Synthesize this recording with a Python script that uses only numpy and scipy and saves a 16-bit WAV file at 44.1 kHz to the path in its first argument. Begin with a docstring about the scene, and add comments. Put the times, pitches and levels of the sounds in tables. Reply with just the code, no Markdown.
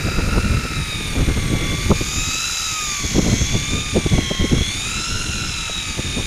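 """Electric fishing reel in a small boat

An electric reel winds a fish up from depth in a small open boat, heard from the angler's head.
Gear tones and scraping noise follow one wheel, which slows as the swell loads the line.
Running light, its slack teeth chatter in bursts of tone; small hollow knocks sound about the boat.
Wind is shaped noise: a rumble, tearing gusts and short thumps on the one microphone."""
import sys
import numpy as np
from scipy import signal
from scipy.fft import rfft, irfft, next_fast_len
from scipy.io import wavfile
from scipy.ndimage import uniform_filter1d, minimum_filter1d

SR = 44100
rng = np.random.default_rng(int(sys.argv[2]) if len(sys.argv) > 2 else 0)


def dump(signal):
    """Clip the signal to [-1, 1] and save it as 16-bit WAV at the path in sys.argv[1]."""
    limited = np.clip(np.atleast_2d(signal).T, -1, 1)
    pcm = np.round(limited * 32767).astype(np.int16)
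    wavfile.write(sys.argv[1], SR, pcm)


N = 276066
TIME_S = np.arange(N) / SR

# Gear wheel speed before smoothing. Each row: time in seconds, speed in turns per second.
WHEEL_SPEED_HZ = [(0.0, 41.23), (0.43, 42.61), (0.7, 42.13), (1.23, 37.72), (1.57, 36.67), (1.81, 37.48),
                  (2.47, 42.51), (2.68, 41.82), (3.02, 36.78), (3.28, 35.28), (3.87, 39.67), (4.24, 34.9),
                  (4.44, 34.48), (4.65, 36.31), (4.99, 42.77), (5.18, 44.7), (6.08, 39.47), (6.26, 39.45)]
WHEEL_LAG_S = 0.147


def wheel_turns():
    """Turns of the gear wheel so far; the spool's inertia rounds each change of speed."""
    speed_hz = uniform_filter1d(curves(WHEEL_SPEED_HZ)[0], int(WHEEL_LAG_S * SR), mode="nearest")
    return np.cumsum(speed_hz) / SR


SLOWING_SHARE = 0.68  # slowing down strains the gears less than speeding up


def motion(turns):
    """Wheel speed (Hz), acceleration (Hz/s) and surge (Hz/s): how fast the swell changes the load either way."""
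    speed_hz = np.gradient(turns) * SR
    accel_hz_s = np.gradient(speed_hz) * SR
    surge_hz_s = np.maximum(accel_hz_s, -SLOWING_SHARE * accel_hz_s)
    return speed_hz, accel_hz_s, surge_hz_s


# How squarely the reel faces the microphone as the head turns. Each row: time in seconds, facing 0-1.
FACING = [(0, 0), (1.5, 0), (1.75, 0.31), (2.2, 0.92), (2.55, 1), (3.45, 0.79), (4.0, 0.32), (4.65, 0.32),
          (5.0, 0.71), (5.4, 0.51), (6.26, 0.31)]
# Strong tones: harmonics of the 31-tooth mesh and tones of the faster motor stages, in cycles per turn.
MESH_ORDERS = [31, 93, 57, 62, 124, 155, 174, 230.9]
# Their smear. Each row: once-a-turn wobble, random flutter, both as shares of the clean tone.
MESH_SMEAR = [(0, 0.08), (0.43, 0.61), (0.43, 0.38), (0.4, 0.07), (0.3, 1), (0.6, 1), (0.1, 0.6),
              (0.2, 0.7)]
# Lowest tone. Each row: time in seconds, level in dB.
LOW_TONE_DB = [(0, -45.5), (.75, -40), (1.25, -43.5), (1.75, -41), (2.0, -46), (2.25, -35), (2.5, -45.5),
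               (2.75, -32), (3.0, -36), (3.25, -66), (3.5, -46), (3.85, -39.5), (4.5, -42.5), (4.75, -60),
               (5.05, -34.5), (5.5, -47), (5.8, -40.5), (6.26, -54)]
# Its third harmonic. Each row: time in seconds, level in dB.
THIRD_TONE_DB = [(0, -35), (.45, -49), (.75, -36.5), (.97, -32), (1.3, -47.5), (1.75, -30.5), (2.0, -43),
                 (2.25, -31), (2.75, -31.5), (3.25, -38.5), (3.65, -31.5), (4.0, -35.5), (4.25, -33.5),
                 (4.7, -30.5), (5.25, -44), (5.7, -30.5), (6.26, -37)]
# The other six, before the housing. Each row: level in dB at cruising speed, dB gained when facing,
# dB per Hz of extra speed, dB per Hz/s of surge.
MESH_LEVELS = [(-41.5, -0.5, -0.5, 0), (-41.5, 4, 0.3, 0.16), (-50, 10.5, 0.54, 0), (-49.5, 9.5, 0.1, 0),
               (-45.5, 8.5, -1.1, 0.54), (-47.5, -8, -1, 0.26)]
# Weaker gear tones, in cycles per turn.
SIDE_ORDERS = [19, 22, 29, 33, 44, 50.7, 63.2, 65, 88.4, 91, 114, 117, 129, 138, 162, 177, 186, 201, 209,
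               217, 234, 248, 261, 279]
# Their levels before housing and beaming, same order, in dB.
SIDE_DB = [-51, -48.5, -50, -60, -52.5, -50.5, -46, -50, -51, -42.5, -46, -45, -69, -51.5, -56, -46, -45.5,
           -54, -56.5, -51, -55.5, -59.5, -64, -59]
# Radiation of the housing, for all but the two curve-driven tones. Each row: frequency in Hz, gain in dB.
HOUSING = [(500, -12.5), (1100, -3), (1600, -2), (2500, 1), (3600, -1), (4000, 2.5), (4500, -5), (4850, 0),
           (5100, -2.5), (5400, 3), (5850, -6.5), (6800, -2.5), (7300, 0), (7800, -9.5), (9000, 3),
           (10900, 2), (11600, -29)]
# Beaming of the weaker tones. Each row: frequency in Hz, dB gained when facing.
BEAMING = [(3000, 1.5), (4960, 7.5), (7050, 15.5), (8740, -0.5)]
CRUISE_HZ = 40
JITTER_TURNS, JITTER_HZ = 0.00038, 19  # play in the gears blurs the high tones


def whine(turns):
    """Gear tones locked to the wheel, shaped by housing resonances as they glide."""
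    speed_hz, _, surge_hz_s = motion(turns)
    facing = curves(FACING)[0]
    extra_hz = speed_hz - CRUISE_HZ

    def housing_db(order):
        return np.interp(order * speed_hz, *np.transpose(HOUSING))

    levels_db = curves(LOW_TONE_DB) + curves(THIRD_TONE_DB)
    for order, (cruise_db, facing_db, speed_db, surge_db) in zip(MESH_ORDERS[2:], MESH_LEVELS):
        moving_db = facing_db * facing + speed_db * extra_hz + surge_db * surge_hz_s
        levels_db.append(cruise_db + housing_db(order) + moving_db)

    shaky_turns = turns + JITTER_TURNS * walk(JITTER_HZ)
    out = np.zeros(N)
    for order, db, (wobble, rough) in zip(MESH_ORDERS, levels_db, MESH_SMEAR):
        out += undb(db) * tone(shaky_turns, order, wobble, rough, patchy_db=2.04)
    for order, db in zip(SIDE_ORDERS, SIDE_DB):
        beam_db = np.interp(order * speed_hz, *np.transpose(BEAMING))
        level_db = db + housing_db(order) + (facing - facing.mean()) * beam_db
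        out += undb(level_db) * tone(shaky_turns, order, wobble=0.5, rough=0.43, patchy_db=3.5)
    return out


def tone(turns, order, wobble, rough, patchy_db):
    """One gear tone: runout gives sidebands, uneven contact a skirt; its level drifts at random."""
    swing = 1 + wobble * runout(turns) + rough * flutter(96) + 0.15 * flutter(27)
    swing = swing * unit(undb(patchy_db * walk(3.66)))
    carrier = np.exp(2j * np.pi * (order * turns + rng.random()))
    return np.sqrt(2) * (swing * carrier).real


# Spectrum of the grinding teeth. Each row: frequency in Hz, relative level in dB.
GRIND_COLOUR = [(300, -8), (750, -8), (1100, -5.5), (1600, -3), (2200, -4.5), (2700, 0.5), (3100, 0),
                (3700, 3), (4200, -2.5), (4700, -12), (5600, -3)]
# Spectrum of the line hiss. Each row: frequency in Hz, relative level in dB.
HISS_COLOUR = [(3800, -71), (4700, -5), (5300, -0.5), (5900, 0.5), (6600, 8), (7200, 1), (7700, -6.5),
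               (8300, -58), (9500, -29)]
# Spectrum of the sizzle. Each row: frequency in Hz, relative level in dB.
SIZZLE_COLOUR = [(7500, 2.5), (8300, 0), (9000, 6.5), (10000, -1.5), (10900, 4), (11600, -13), (12500, -11)]
# Spectrum of the highest treble. Each row: frequency in Hz, relative level in dB.
AIR_COLOUR = [(11000, 3.5), (11800, -5.5), (12800, -1), (13700, -5), (15200, -13)]
# Highest treble. Each row: time in seconds, level in dB.
AIR_DB = [(0, -41.5), (1.0, -45), (1.7, -43.5), (2.5, -39), (3.3, -43.5), (3.9, -49.5), (6.26, -50)]
# Rows grind, hiss, sizzle. Each row: level in dB, dB gained when facing, dB per Hz/s of surge.
RUB_LEVELS = [(-29, 0.9, 0.0729), (-41, 14, -0.07), (-46, -8, 0.63)]
# Tooth impacts. Each row: centre in cycles per turn, half width in Hz, level in dB against the grind gain.
IMPACT_BANDS = [(40.72, 120, -23.5), (63.94, 243, -12.5), (93.7, 350, -17.5), (170.5, 460, -39)]


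def rubbing(turns):
    """Tooth impacts and friction through the housing; line hisses onto the spool and sizzles under a surge."""
    facing, surge_hz_s = curves(FACING)[0], motion(turns)[2]
    grind_gain, hiss_gain, sizzle_gain = (undb(db + facing_db * facing + surge_db * surge_hz_s)
                                          for db, facing_db, surge_db in RUB_LEVELS)
    impacts = np.zeros(N)
    for order, half_width_hz, db in IMPACT_BANDS:
        band = flutter(half_width_hz) * np.exp(2j * np.pi * order * turns)
        impacts += undb(db) * unit(band.real)
    friction = undb(-4.0) * colour(scrape(turns, 0.19, 1.9), GRIND_COLOUR)
    hiss = colour(scrape(turns, 0.071, 1.9), HISS_COLOUR)
    sizzle = colour(scrape(turns, 0.09, 0.38), SIZZLE_COLOUR)
    air = colour(scrape(turns, 0.12, 0.6), AIR_COLOUR)
    return (grind_gain * (friction + impacts) + hiss_gain * hiss
            + sizzle_gain * sizzle + undb(curves(AIR_DB)[0]) * air)


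def scrape(turns, repeat_share, throb_db, size=1024):
    """Noise of sliding teeth: part repeats every turn, and it swells where the wheel runs tight."""
    surface = signal.resample(rng.standard_normal(size), 8 * size)
    repeating = unit(surface[(turns % 1 * len(surface)).astype(int)])
    fresh = rng.standard_normal(N)
    noise = np.sqrt(repeat_share) * repeating + np.sqrt(1 - repeat_share) * fresh
    return noise * undb(throb_db * unit(runout(turns).real))


SLACK_HZ, CHATTER_LEAD_S = 42.6, 0.086  # full chatter above this speed; lead of load on speed
CHATTER_DB, CHATTER_DB_PER_HZ, CHATTER_FACING_DB = -35, 4.5, -2.5  # full level, loss below SLACK_HZ, facing


def chatter(turns, burst_s=0.0095):
    """Slack teeth bounce in short uneven bursts just above the mesh pitch and its harmonics."""
    bursts_per_turn, timing_scatter, size_db = 1.8, 0.3, 2.8
    chance = rng.standard_normal((int(turns[-1] * bursts_per_turn), 2))
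    burst_turns = (np.arange(len(chance)) + timing_scatter * chance[:, 0]) / bursts_per_turn
    when = np.searchsorted(turns, burst_turns).clip(0, N - 1)
    out = np.zeros(N)
    for harmonic, db in enumerate([0, -2, -9], 1):
        kicks = np.zeros(N, complex)
        kicks[when] = undb(size_db * chance[:, 1]) * np.exp(2j * np.pi * rng.random(len(when)))
        bursts = signal.fftconvolve(kicks, np.hanning(int(burst_s * SR)))[:N]
        order = MESH_ORDERS[0] * harmonic + 1.6
        out += undb(db) * unit((bursts * np.exp(2j * np.pi * order * turns)).real)
    speed_hz, accel_hz_s, _ = motion(turns)
    heading_hz = speed_hz + CHATTER_LEAD_S * accel_hz_s
    slack_db = CHATTER_DB_PER_HZ * np.minimum(heading_hz - SLACK_HZ, 0)
    return out * undb(CHATTER_DB + slack_db + CHATTER_FACING_DB * curves(FACING)[0])


# Hand cupped near the microphone. Each row: time in seconds, closeness 0-1.
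HAND_CLOSENESS = [(0, 0.65), (.7, 0.62), (.9, 0.43), (1.1, 0.22), (6.26, 0)]
# Bands its reflection reinforces. Each row: centre in Hz, width in Hz, lift in dB at closeness 1.
HAND_LIFTS = [(2040, 870, 9), (4700, 410, 10), (10070, 410, 2.5), (12500, 620, 5)]
# Bands its reflection cancels. Each row: centre in Hz, width in Hz.
HAND_NOTCHES = [(3250, 2270), (11000, 5300)]


def behind_hand(x):
    """The near hand's reflection takes two bands out of the reel's sound and lifts others."""
    closeness = curves(HAND_CLOSENESS)[0]

    def band(x, hz, width_hz):
        return signal.lfilter(*signal.iirpeak(hz, hz / width_hz, fs=SR), x)

    for hz, width_hz, db in HAND_LIFTS:
        x = x + closeness * (undb(db) - 1) * band(x, hz, width_hz)
    for hz, width_hz in HAND_NOTCHES:
        x = x - closeness * band(x, hz, width_hz)
    return x


# Small hollow knocks about the boat. Each row: time of the peak in seconds, pitch in Hz, level in dB.
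KNOCKS = [(0.086, 620, -26), (0.206, 950, -30), (0.346, 920, -32), (.385, 1080, -25), (1.915, 1061, -11),
          (5.699, 600, -26), (6.19, 980, -26)]


def knocks(length_s=0.0031, width_hz=110):
    """Soft knocks, each a brief swell of one broad resonance."""
    out = np.zeros(N)
    for s, hz, db in KNOCKS:
        envelope = np.exp(-((TIME_S - s) / length_s) ** 2)
        resonance = unit((flutter(width_hz) * np.exp(2j * np.pi * hz * TIME_S)).real)
        out += undb(db) * envelope * resonance
    return out


# Wind thumps at set times, strong and weak. Each row: time of the peak in seconds, level in dB before
# the common gain, length in seconds before the rise and fall factors, corner in Hz.
BUFFETS = [(.195, -21, 0.019, 153), (.293, -28, 0.0088, 230), (.38, -12.5, 0.012, 240),
           (.455, -19.5, 0.025, 150), (.524, -18, 0.047, 132), (.653, -23, 0.0079, 256),
           (.78, -24.5, 0.047, 140), (1.226, -14.5, 0.016, 112), (1.295, -18.5, 0.02, 159.9),
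           (1.535, -16.5, 0.041, 156), (1.734, -25, 0.041, 235), (1.917, -6.5, 0.02, 254.4),
           (2.012, -17, 0.0097, 207), (2.164, -26, 0.019, 110), (2.286, -24, 0.02, 139.6),
           (3.049, -19.5, 0.019, 139), (3.157, -13.5, 0.016, 223.4), (3.19, -8.5, 0.016, 263.6),
           (3.225, -18, 0.0093, 170), (3.266, -17, 0.033, 266.7), (3.325, -16, 0.033, 230),
           (3.549, -15.5, 0.029, 169.4), (3.75, -23.5, 0.072, 219.6), (3.969, -11.5, 0.023, 260),
           (4.065, -12.5, 0.011, 111.8), (4.138, -11, 0.032, 129.2), (4.185, -10, 0.0087, 175),
           (4.313, -16, 0.0096, 367.7), (4.413, -15.5, 0.026, 108.3), (4.448, -15.5, 0.016, 265),
           (4.536, -11.5, 0.023, 188), (4.616, -15, 0.011, 150), (5.99, -21, .021, 230),
           (6.184, -22.5, 0.044, 257)]
BUFFET_GAIN_DB = 1.5


def buffets(size=8192, slope=2.28, rise=0.61, fall=0.69, low_hz=60):
    """Eddies hit the microphone as short noise thumps; a higher corner reaches further up the spectrum."""
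    out = np.zeros(N + 2 * size)
    t = (np.arange(size) - size // 2) / SR
    hz = np.fft.rfftfreq(size, 1 / SR)
    for s, db, length_s, corner_hz in list(BUFFETS) + eddies():
        gain = hz / (hz + low_hz) / np.sqrt(1 + (hz / corner_hz) ** (2 * slope))
        gain = gain / (1 + (hz / 1500) ** 4)
        swirl = irfft(gain * np.exp(2j * np.pi * rng.random(len(hz))))
        side_s = np.where(t < 0, rise, fall) * length_s
        shape = 1 / np.cosh(np.clip(t / side_s, -20, 20)) ** 2
        thump = swirl * shape
        thump = thump * np.sqrt(np.sum(shape ** 2) / np.sum(thump ** 2))
        start = int(s * SR) + size // 2
        out[start:start + size] += undb(db + BUFFET_GAIN_DB) * thump
    return out[size:size + N]


# Rising and falling level of the wind rumble. Each row: time in seconds, level in dB.
WIND_DB = [(0, -20), (.45, -20.5), (.88, -27.5), (1.1, -21), (1.6, -20.5), (2.0, -23.5), (2.35, -28),
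           (2.55, -38), (3.05, -29), (3.28, -19.5), (3.55, -28), (3.78, -23), (4.3, -29.5), (4.55, -20.5),
           (4.75, -31), (5.2, -23), (5.8, -31.5), (6.26, -23)]
EDDIES_PER_S, EDDY_LENGTH_S, EDDY_CORNER_HZ = 8, 0.012, 236
EDDY_DB, EDDY_SCATTER_DB, EDDY_SCATTER_OCTAVES = -6, 2, 0.43  # level is against the wind


def eddies():
    """More eddies at uneven random intervals, following the wind's level, as rows like those of BUFFETS."""
    chance = rng.standard_normal((int(EDDIES_PER_S * N / SR), 3))
    when_s = (np.arange(len(chance)) + 0.5 + 0.5 * chance[:, 0]) / EDDIES_PER_S
    when_s = when_s.clip(0, TIME_S[-1])
    levels_db = np.interp(when_s, *np.transpose(WIND_DB)) + EDDY_DB + EDDY_SCATTER_DB * chance[:, 1]
    corners_hz = EDDY_CORNER_HZ * 2 ** (EDDY_SCATTER_OCTAVES * chance[:, 2])
    return [(s, db, EDDY_LENGTH_S, hz) for s, db, hz in zip(when_s, levels_db, corners_hz)]


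# Spectrum of the rumble. Each row: frequency in Hz, relative level in dB.
WIND_COLOUR = [(12, -2), (25, 0.5), (50, -1.5), (90, -1), (140, -5), (250, -11.5), (400, -19), (700, -36.5),
               (1500, -57)]


def wind(tear_db=-38.5, tear_growth=3.4, tear_ref_db=-21.5):
    """Turbulent rumble on the microphone, never even; strong gusts tear higher up."""
    gust_db = curves(WIND_DB)[0]
    swell = unit(undb(3.54 * walk(15.3)))
    rumble = undb(gust_db) * colour(rng.standard_normal(N), WIND_COLOUR)
    tear_noise = colour(rng.standard_normal(N), [(250, -7), (450, 6.5), (800, -10.0), (1400, -3)])
    tear = undb(tear_db + tear_growth * (gust_db - tear_ref_db)) * tear_noise
    return swell * (rumble + tear)


def runout(turns, reach=2.7, count=8):
    """Swings that come back on every turn of a slightly uneven wheel."""
    k = np.r_[-count:0, 1:count + 1]
    angle = np.linspace(0, 1, 256)
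    weights = np.exp(-np.abs(k) / reach + 2j * np.pi * rng.random(len(k)))
    one_turn = unit(np.exp(2j * np.pi * np.outer(angle, k)) @ weights)
    return np.interp(turns % 1, angle, one_turn)


def flutter(width_hz):
    """Random complex swings of size and phase, up to about width_hz fast; rms 1."""
    noise = rng.standard_normal(N) + 1j * rng.standard_normal(N)
    return unit(signal.sosfilt(signal.butter(2, width_hz, fs=SR, output="sos"), noise))


def walk(rate_hz):
    """Real random drift up to about rate_hz fast; rms 1."""
    return unit(flutter(rate_hz).real)


def colour(x, points):
    """Filter by a spectrum of (Hz, dB) points, falling steeply outside them; rms 1."""
    hz, db = np.transpose(points)
    size = next_fast_len(N)
    log_f = np.log(np.fft.rfftfreq(size, 1 / SR) + 1)
    outside = np.abs(log_f - np.clip(log_f, np.log(hz[0]), np.log(hz[-1])))
    gain = undb(np.interp(log_f, np.log(hz), db) - 30 * outside)
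    return unit(irfft(rfft(x, size) * gain, size)[:N])


def curves(table):
    """Columns after the time column, interpolated to every sample."""
    s, *columns = np.transpose(table)
    return [np.interp(TIME_S, s, c) for c in columns]


def undb(db):
    """Decibels to gain."""
    return 10 ** (np.asarray(db) / 20)


def unit(x):
    """Scale to rms 1."""
    return x / np.sqrt(np.mean(np.abs(x) ** 2))


def scene():
    """Reel, knocks and wind, the same in both ears."""
    turns = wheel_turns()
    reel = behind_hand(whine(turns) + rubbing(turns) + chatter(turns))
    mono = reel + knocks() + buffets() + wind()
    return np.array([mono, mono])


def peak_hold(x, release_s):
    """Follows each peak at once and lets go exponentially."""
    fall = TIME_S / release_s
    return np.exp(np.maximum.accumulate(np.log(np.abs(x) + 1e-9) + fall) - fall)


TOP_HZ = 15200


def record(dry, ceiling=0.74, release_s=0.076):
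    """A limiter ducks everything under the hardest peaks; a steep low-pass cuts the top."""
    gain = np.minimum(1, ceiling / peak_hold(dry[0], release_s))
    gain = uniform_filter1d(minimum_filter1d(gain, size=129), size=129)
    low_pass = signal.ellip(14, 0.1, 80, TOP_HZ, fs=SR, output="sos")
    return signal.sosfilt(low_pass, dry * gain)


dry = scene()
out = record(dry)
dump(out)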